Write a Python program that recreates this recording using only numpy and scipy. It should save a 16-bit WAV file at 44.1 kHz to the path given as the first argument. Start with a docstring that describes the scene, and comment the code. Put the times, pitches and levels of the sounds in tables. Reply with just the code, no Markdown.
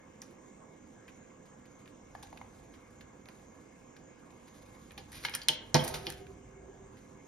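"""The hum and hiss of a quiet home, then a large parrot's beak ticking on nuts in a steel food bowl.
Stirred seeds and shells crackle, and the cage rumbles as it rocks under the bird. Knocks of the beak
ring the bowl, thump its holder and set the bars singing, hardest between five and six seconds.
It all plays close to a two-port phone microphone, with a widened midrange and a short room tail."""
import sys
import numpy as np
from scipy import signal
from scipy.fft import rfft, irfft, next_fast_len
from scipy.io import wavfile
from scipy.ndimage import uniform_filter1d

SR = 44100
rng = np.random.default_rng(int(sys.argv[2]) if len(sys.argv) > 2 else 0)


def digitize_waveform(pressure):
    """Quantize a signal to 16-bit integers and store it at the path in sys.argv[1].

    Rows of a 2-D input are taken as channels; values are limited to [-1, 1].
    """
    field = np.atleast_2d(pressure).T
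    bounded = np.clip(field, -1, 1)
    quanta = np.round(bounded * 32767).astype(np.int16)
    wavfile.write(sys.argv[1], SR, quanta)


N = 320772


def amp(db):
    """Decibels to gain."""
    return 10 ** (np.asarray(db) / 20)


def unit_rms(x):
    """Scales a signal to an rms of 1."""
    return x / np.sqrt(np.mean(x ** 2) + 1e-20)


def curve_at(points, hz):
    """Reads a curve along a log-frequency axis."""
    point_hz, value = np.transpose(points)
    return np.interp(np.log(hz + 1), np.log(point_hz + 1), value)


def place(mix, start_s, sound):
    """Drops a sound into the mix."""
    part = mix[round(start_s * SR):][:len(sound)]
    part += sound[:len(part)]


def band(x, low_hz, high_hz):
    """Causal band-pass."""
    return signal.sosfilt(signal.butter(2, [low_hz, min(high_hz, SR / 2.2)], "band", fs=SR, output="sos"), x)


def wander(span):
    """Random drift of rms 1, smoothed twice over span samples."""
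    return unit_rms(uniform_filter1d(uniform_filter1d(rng.standard_normal(N), span), span))


# How alike diffuse sound is at the two ports: freq_hz, coherence
PORT_COHERENCE = [(60, 0.83), (200, 0.98), (400, 0.52), (1000, 0.088), (1800, 0.89), (2400, 0.28),
                  (4400, 0.21), (5200, 0.52), (7000, 1)]
def diffuse(spectra, hz):
    """Blends two unrelated spectrograms into a partly alike left and right."""
    alike = np.clip(curve_at(PORT_COHERENCE, hz), -1, 1)[:, None]
    return np.array([spectra[0], alike * spectra[0] + np.sqrt(1 - alike ** 2) * spectra[1]])


# Colour of the hiss: freq_hz, relative_db
HISS_COLOUR = [(30, -53.5), (45, -6), (120, -3), (300, -1.5), (550, -7), (800, -8), (1900, -19.5),
               (2500, -18.5), (4400, -32.5), (5600, -25.5), (6500, -15), (7600, -14), (8400, -51.5),
               (14500, -40)]
# Duct resonances: centre_hz, width_hz, boost_db
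DUCT_PEAKS = [(231.7, 160, 6.5), (1074, 170, 7), (1655, 130, 8.5), (2158, 110, 11.5)]
def ventilation(level_db=-56.5):
    """A bed of air noise with broad duct peaks; patches of its spectrum swell and fade."""
    frames, hz = N // 256 + 5, np.fft.rfftfreq(1024, 1 / SR)
    re_a, im_a, re_b, im_b, patches = rng.standard_normal((frames, 513, 5)).T
    patches = unit_rms(uniform_filter1d(uniform_filter1d(patches, 12, axis=0), 14, axis=1))
    drift_db = 2 * patches * np.minimum(hz / 600, 1)[:, None]
    ducts_db = sum(boost / (1 + (2 * (hz - centre) / width) ** 2) for centre, width, boost in DUCT_PEAKS)
    colour_db = curve_at(HISS_COLOUR, hz) + ducts_db
    spectra = diffuse([re_a + 1j * im_a, re_b + 1j * im_b], hz) * amp(colour_db[:, None] + drift_db)
    return amp(level_db) * unit_rms(signal.istft(spectra, nperseg=1024, noverlap=768)[1][:, :N])


# Appliance tones: pitch_hz, rms_db
HUM_TONES = [(425.3, -72), (473.7, -74.5), (500.6, -72), (522.2, -70)]
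def appliance_hum():
    """Faint tones that waver by about a decibel, each with its own phase at each port."""
    hum = np.zeros((2, N))
    for pitch_hz, rms_db in HUM_TONES:
        waver_db = unit_rms(uniform_filter1d(rng.standard_normal(N), 8000))
        phase = 2 * np.pi * pitch_hz * np.arange(N) / SR + rng.uniform(0, 4.8, (2, 1))
        hum += np.sqrt(2) * amp(rms_db + waver_db) * np.sin(phase)
    return hum


# Fader ride of the rumble: time_s, level_db
RUMBLE_RIDE = [(0, -74), (1.8, -69), (2.25, -60.5), (4.2, -71.5), (5.1, -57.5), (5.6, -62.5), (5.8, -50),
               (6.3, -56), (7.27, -63.5)]
def cage_rumble():
    """The frame rumbles low as the cage rocks under the bird."""
    time_s, level_db = np.transpose(RUMBLE_RIDE)
    rumble = unit_rms(band(band(rng.standard_normal(N), 33, 150), 33, 150))
    return rumble * amp(np.interp(np.arange(N) / SR, time_s, level_db))


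# Fader ride of the stirring: time_s, gain_db
STIR_RIDE = [(0, -89), (1.0, -90), (1.9, -88.5), (2.25, -79), (2.9, -81.5), (3.1, -93), (3.4, -77.5),
             (4.2, -92), (4.45, -77.5), (5.08, -76), (5.221, -59), (5.45, -78.5), (5.74, -78), (5.84, -51),
             (5.93, -57), (6.051, -58), (6.25, -81.5), (6.599, -95), (7.27, -81)]
def food_crackle(grains_per_s=3000, settle_s=0.028):
    """Seeds and shells click in clumps, stirred in fits and thrown about by each cued knock or click."""
    t = np.arange(N) / SR
    clumps = amp(3.2 * wander(700))
    sizes = amp(np.minimum(rng.exponential(1, N), 5)) * rng.choice([-1, 1], N)
    grains = sizes * clumps * (rng.random(N) < grains_per_s / SR)
    crackle = unit_rms(band(grains, 7700, 11670)) + amp(5) * unit_rms(band(grains, 1143, 7600))
    time_s, gain_db = np.transpose(STIR_RIDE)
    fits_db = 2.5 * wander(SR // 14)
    stirred = amp(np.interp(t, time_s, gain_db) + fits_db)
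    thrown = sum((t > start_s) * amp(-51 + 0.7 * level_db) * np.exp(-abs(t - start_s) / settle_s)
                 for start_s, level_db, *_ in KNOCK_CUES + CLICK_CUES)
    return crackle * (stirred + thrown)


def contact(level_db, centre_hz, width_oct, crack_db, scrape_ms, noise):
    """A hard tick and a short scrape through the hollow of beak and shell, a bright crack on top."""
    t = np.arange(len(noise)) / SR
    width_oct = max(width_oct, 0.1)
    tick = np.zeros(len(noise))
    tick[8] = 3 + (5 + 8 / width_oct) / max(scrape_ms, 1)
    scrape = (noise + tick) * (1 - np.exp(-t / 0.000067)) * np.exp(-1000 * t / scrape_ms)
    spread = 2 ** (width_oct / 2)
    blow = band(scrape, centre_hz / spread, centre_hz * spread)
    crack = band(scrape, 6780, 12400)
    return amp(level_db) * (blow / abs(blow).max() + amp(crack_db) * crack / abs(crack).max())


def ring(modes, t, gain_db, chance):
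    """Dying modes; two rows of chance vary their strength (the blow) and tuning (the loose load)."""
    pitch_hz, level_db, t60_s = np.transpose(modes)[:, :, None]
    size, detune = chance[:, :len(modes), None]
    envelope = (np.sign(size) + 0.2 * size) * amp(level_db + gain_db - 60 * t / t60_s)
    return (envelope * np.sin(2 * np.pi * pitch_hz * (1 + 0.006 * detune) * t)).sum(0)


def octaves_from(modes, hz):
    """Each mode's distance above a pitch, in octaves."""
    return np.log2(np.array(modes)[:, :1] / hz)


def spot_gain_db(modes, spot_hz, spot_db, reach_oct=0.05):
    """The struck spot lifts the mode at spot_hz, or dips it when the spot is a node."""
    return spot_db * np.exp(-(octaves_from(modes, spot_hz) / reach_oct) ** 2)


# Modes of the steel bowl: pitch_hz, level_db, base_t60_s
BOWL_MODES = [(955, -4, .08), (1388, -11, .07), (1705, -7, .13), (2145, -2, .08), (2420, -12, .08),
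              (2794, -13, .1), (2925, -8, .14), (3095, -4, .08), (3125, -14, .2), (3220, -7, .13),
              (3600, -13, .08), (4215, -5, .09), (4690, -9, .08), (5090, -8, .07), (5400, -8, .08),
              (5570, -9, .06), (6060, -10, .06)]
def bowl_ring(t, centre_hz, width_oct, decay_scale, spot, chance, noise):
    """Steel rings near the blow's colour, damped by beak and food and kept alive by their rattle."""
    rattle = (t == 0) + 0.03 * min(decay_scale, 1) * noise * np.exp(-t / 0.017)
    colour_db = np.maximum(-6 * (2 * octaves_from(BOWL_MODES, centre_hz) / width_oct) ** 2, -21)
    damped = np.array(BOWL_MODES) * [1, 1, decay_scale]
    steel = ring(damped, t, colour_db + spot_gain_db(BOWL_MODES, *spot), chance)
    return signal.fftconvolve(steel, rattle)[:len(t)] * (1 - np.exp(-t / 0.00045))


# Modes of the holder and cage wall: pitch_hz, level_db, t60_s
HOLDER_MODES = [(95, -13, .2), (149, 3, .21), (196, -12, .2), (240, -11, .3), (262, -9, .28),
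                (342, -4, .16), (372, -10, .14), (437, -7, .16), (487, -11, .2), (510, -6, .27),
                (614, -14, .16), (797, -2, .1), (818, -7, .16), (900, -8, .17), (1203, -13, .14)]
def holder_thump(t, thump_hz, spot, chance, noise, attack_s=0.004):
    """The holder answers just behind the blow with low modes and a noisy thud."""
    colour_db = -octaves_from(HOLDER_MODES, thump_hz) ** 2
    body = ring(HOLDER_MODES, t, colour_db + spot_gain_db(HOLDER_MODES, *spot), chance)
    thud = 0.7 * unit_rms(band(band(noise, 180, 1100), 180, 1100)) * np.exp(-t / 0.015)
    return amp(-8) * (body + thud) * (1 - np.exp(-t / attack_s))


# Beak and nuts against the bowl; the two sends are relative to level_db:
# start_s, level_db, centre_hz, width_oct, scrape_ms, ring_send_db, decay_scale,
# thump_send_db, thump_hz, spot_hz, spot_db
KNOCK_CUES = [(0.2182, -29, 6370, 0.48, 1.7, -25, .3, -21.5, 1200, 1203, -2),
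              (2.1504, -33, 890, 0.64, 1.9, -5, 0.27, -22, 920, 1705, 20),
              (2.231, -46, 835, 0.49, 4.3, -10, .4, -3.5, 800, 810, 12),
              (2.3277, -38, 840, 0.67, 1.7, -5, 0.25, -24, 900, 2145, 15),
              (2.414, -39.5, 900, .6, 1.9, 0, 0.28, -15, 900, 2145, 18),
              (4.9774, -33, 2530, 2.54, 8.6, -20, 1.24, -12.5, 855, 810, 11),
              (5.2494, -25.5, 1910, 3.1, 8.8, -2.5, 0.35, -16, 900, 2145, 4.5),
              (5.2542, -46.5, 3700, 0.8, 2.7, 0, 0.81, -28, 900, 4215, 5.5),
              (5.285, -31, 1670, 1.6, 4, -6.5, 0.52, -15, 900, 3220, -2),
              (5.338, -32.5, 3000, 3.9, 2.3, -3.5, 0.82, -14, 900, 2145, -17.5),
              (5.345, -50, 1700, 0.28, 2.3, 4, 1.85, -34.5, 900, 1705, 2),
              (5.4165, -35, 4600, 1.1, 6.1, -9.5, 0.66, -34.5, 885, 4690, 4),
              (5.4851, -2.5, 4860, 1.6, 2, -40, 0.5, -38.5, 706, 915, 21.5),
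              (5.4908, -14.5, 3120, 0.24, 1.7, -1, 0.27, -22.5, 404, 614, 16.5),
              (5.7435, -6, 5950, 0.53, 0.72, -15, 0.32, -9.5, 246, 5090, 17),
              (5.7443, -16, 2540, 2.52, 17.5, -19, 1.3, -18.5, 442, 510, 11.5),
              (5.749, -17.5, 800, 0.5, 7.5, -37, 1, -7.5, 700, 342, 0.5),
              (5.789, -30.5, 3200, 0.11, 19, -22, 0.42, -8, 387, 500, 2),
              (5.9405, -27.5, 2200, 3.76, 21.5, -20.5, .8, -10, 224.6, 614, 16),
              (6.0682, -20.5, 3470, 1.2, 3.3, -14.5, 0.59, -16.5, 405, 345, 11)]
def bowl_knocks():
    """Each knock layers contact, bowl and holder. Returns the sound and the jolts it gives the bars."""
    t = np.arange(SR // 4) / SR
    knocks, jolts = np.zeros(N), np.zeros(N)
    for (start_s, level_db, centre_hz, width_oct, scrape_ms, ring_send_db, decay_scale,
         thump_send_db, thump_hz, *spot) in KNOCK_CUES:
        bowl_chance, holder_chance = rng.standard_normal((2, 2, 20))
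        noise = rng.standard_normal(len(t))
        crack_db = -12.5 + 4 * min(np.log2(centre_hz / 2500), 0)  # dull blows crack less
        hit = contact(level_db, centre_hz, width_oct, crack_db, scrape_ms, noise)
        bowl = bowl_ring(t, centre_hz, width_oct, decay_scale, spot, bowl_chance, noise)
        thump = holder_thump(t, thump_hz, spot, holder_chance, noise)
        jolt = amp(level_db + thump_send_db)
        place(knocks, start_s, hit + amp(level_db + ring_send_db) * bowl + jolt * thump)
        jolts[round(start_s * SR)] = jolt
    return knocks, jolts


# Long-ringing modes of the bars: pitch_hz, level_db, t60_s
BAR_MODES = [(388, -31, 3.6), (727, -35, 1.5), (759, -28, .9), (1254, -30, .7)]
def cage_bars(jolts, swell_s=0.27, beat_hz=3.3, beat_depth=0.41, trough_s=6.14, waver_db=5):
    """Energy from each thump creeps into the bars; being alike, they beat and waver."""
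    t = np.arange(2 * SR) / SR
    even_strike = np.array([np.ones(len(BAR_MODES)), np.zeros(len(BAR_MODES))])
    bars = ring(BAR_MODES, t, 0, even_strike) * (1 - np.exp(-t / swell_s))
    beat = 1 - beat_depth * np.cos(2 * np.pi * beat_hz * (np.arange(N) / SR - trough_s))
    return amp(waver_db * wander(700)) * beat * signal.fftconvolve(jolts, bars)[:N]


def beak_click(level_db, centre_hz, scrape_ms):
    """A tick over the beak's woody note; higher ticks are broader, with less body and a weaker crack."""
    noise = rng.standard_normal(3000)
    up_oct = np.log2(centre_hz / 3000)
    body_db = level_db - 7.5 - 6.8 * max(up_oct, 0)
    body = contact(body_db, centre_hz=2100, width_oct=0.93, crack_db=-11, scrape_ms=6.1, noise=noise)
    width_oct = 1.71 + 0.43 * up_oct
    crack_db = -11 - 2.5 * min(up_oct, 1)
    return body + contact(level_db, centre_hz, width_oct, crack_db, scrape_ms, noise)


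# Dry ticks of the beak: start_s, level_db, centre_hz, scrape_ms
CLICK_CUES = [(0.2212, -35.5, 5240, 0.69), (0.2248, -41, 7400, .8), (.264, -69, 10600, 1.3),
              (.309, -54, 9800, 2.2), (1.08, -49.5, 1750, 14), (1.456, -56.5, 4150, 15),
              (1.655, -53.5, 3140, 12), (1.858, -50.5, 2800, 2), (1.877, -47, 2100, 0.97),
              (2.227, -40, 4300, 13), (2.271, -44, 4030, .7), (2.374, -44, 2170, 4.8),
              (2.739, -55, 2380, 12), (2.905, -57, 8000, 6.5), (3.009, -46.5, 2880, 5.4),
              (3.257, -46.5, 2900, 1.2), (3.287, -40, 3080, 1.6), (3.396, -63, 1940, 2.1),
              (3.965, -49.5, 3300, 5.3), (4.3056, -57, 2500, 1.8), (4.4797, -51, 3100, 3.2),
              (4.9083, -44.5, 1890, 2), (4.919, -40.5, 4850, 2), (5.119, -39.5, 5300, 6.1),
              (5.129, -37.5, 4460, 1.7), (5.1754, -49.5, 4460, 4), (5.238, -36, 2415, 1.2),
              (5.296, -29, 9660, 0.5), (5.339, -34.5, 1294, 3.5), (5.3499, -17.5, 5710, 4.6),
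              (5.433, -39, 5850, 4.1), (5.8394, -28, 9550, 7.8), (5.848, -23.5, 9700, 3.5),
              (5.878, -24.5, 6170, 4.7), (5.887, -28, 8900, 6.8), (6.102, -23.5, 6640, 1.5),
              (6.123, -34, 5030, 2.1), (6.2679, -48, 2160, 3.2), (6.97, -55, 2980, 11)]
def nibbling(gap_scale_s=0.2273):
    """The beak works on shells and nuts: cued clicks, with faint ones at random in between."""
    clicks = np.zeros(N)
    for start_s, *cue in CLICK_CUES:
        place(clicks, start_s, beak_click(*cue))
    start_s = 0
    for _ in range(60):
        wait, size, pitch = rng.standard_normal(3)
        start_s += abs(wait) * gap_scale_s
        faint = beak_click(level_db=-70.5 + 0.97 * size, centre_hz=3500 * 1.4 ** pitch, scrape_ms=1.3)
        place(clicks, start_s, faint)
    return clicks


def stereo_spread(close, send_db=-10.5):
    """A very short, opposite-polarity smear that widens the midrange of the close sounds."""
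    taps = band(rng.standard_normal(400) * np.exp(-np.arange(400) / 90), 320, 3300)
    smear = amp(send_db) * signal.oaconvolve(close, taps / np.linalg.norm(taps))[:N]
    return np.array([smear, -smear])


# Decay of the room: freq_hz, t60_s
ROOM_DECAY = [(100, 0.33), (500, 0.74), (2000, 0.51), (3300, 0.39), (6000, 0.23), (12000, 0.098)]
def room_tail(close, send_db=-10.5):
    """Sparse random reflections, each band dying at its own speed."""
    taps = np.zeros((2, SR))
    arrivals = np.arange(240, SR - 20, 20) + rng.integers(0, 20, (2, (SR - 241) // 20))
    np.put_along_axis(taps, arrivals, rng.choice([-1., 1.], arrivals.shape), 1)
    hz, t, spectra = signal.stft(taps, SR, nperseg=256)
    decay = amp(-60 * t / curve_at(ROOM_DECAY, hz)[:, None])
    tail = signal.istft(diffuse(spectra, hz) * decay, SR, nperseg=256)[1]
    return amp(send_db) * signal.fftconvolve(close[None], tail / np.linalg.norm(tail[0]), axes=1)[:, :N]


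def scene():
    """Bird and bowl up close, widened and sent to the room, over a bed of rumble, hiss and hum."""
    clicks = nibbling()
    knocks, jolts = bowl_knocks()
    close = clicks + knocks + cage_bars(jolts) + food_crackle()
    return close + stereo_spread(close) + room_tail(close) + cage_rumble() + ventilation() + appliance_hum()


# Balance of the ports: freq_hz, left_minus_right_db
PORT_BALANCE = [(40, 0), (150, -2.5), (300, -6), (600, -5.5), (1200, -1), (2500, 1), (6000, -0.8)]
# Phase between the ports: freq_hz, right_lag_rad
PORT_LAG = [(100, .01), (1000, 0.43), (2100, 0.067), (2650, 2.05), (3700, .3), (5200, 0.055), (7900, 3.44),
            (11000, 7.2), (14300, 9.4), (17000, 9.75)]
def record(dry, cutoff_hz=16900):
    """The microphone leans right in the low mids, its right port lags in the treble, and the top is cut."""
    size = next_fast_len(N + 4096)
    hz = np.fft.rfftfreq(size, 1 / SR)
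    left_gain = amp(curve_at(PORT_BALANCE, hz) / 2)
    lag_rad = np.interp(hz, *np.transpose(PORT_LAG))
    ports = np.array([left_gain, np.exp(-1j * lag_rad) / left_gain])
    picked_up = irfft(rfft(dry, size) * ports, size)[:, :N]
    low_pass = signal.firwin(511, cutoff_hz, window=("kaiser", 9), fs=SR)
    return signal.oaconvolve(picked_up, low_pass[None], "same")


dry = scene()
out = record(dry)
digitize_waveform(out)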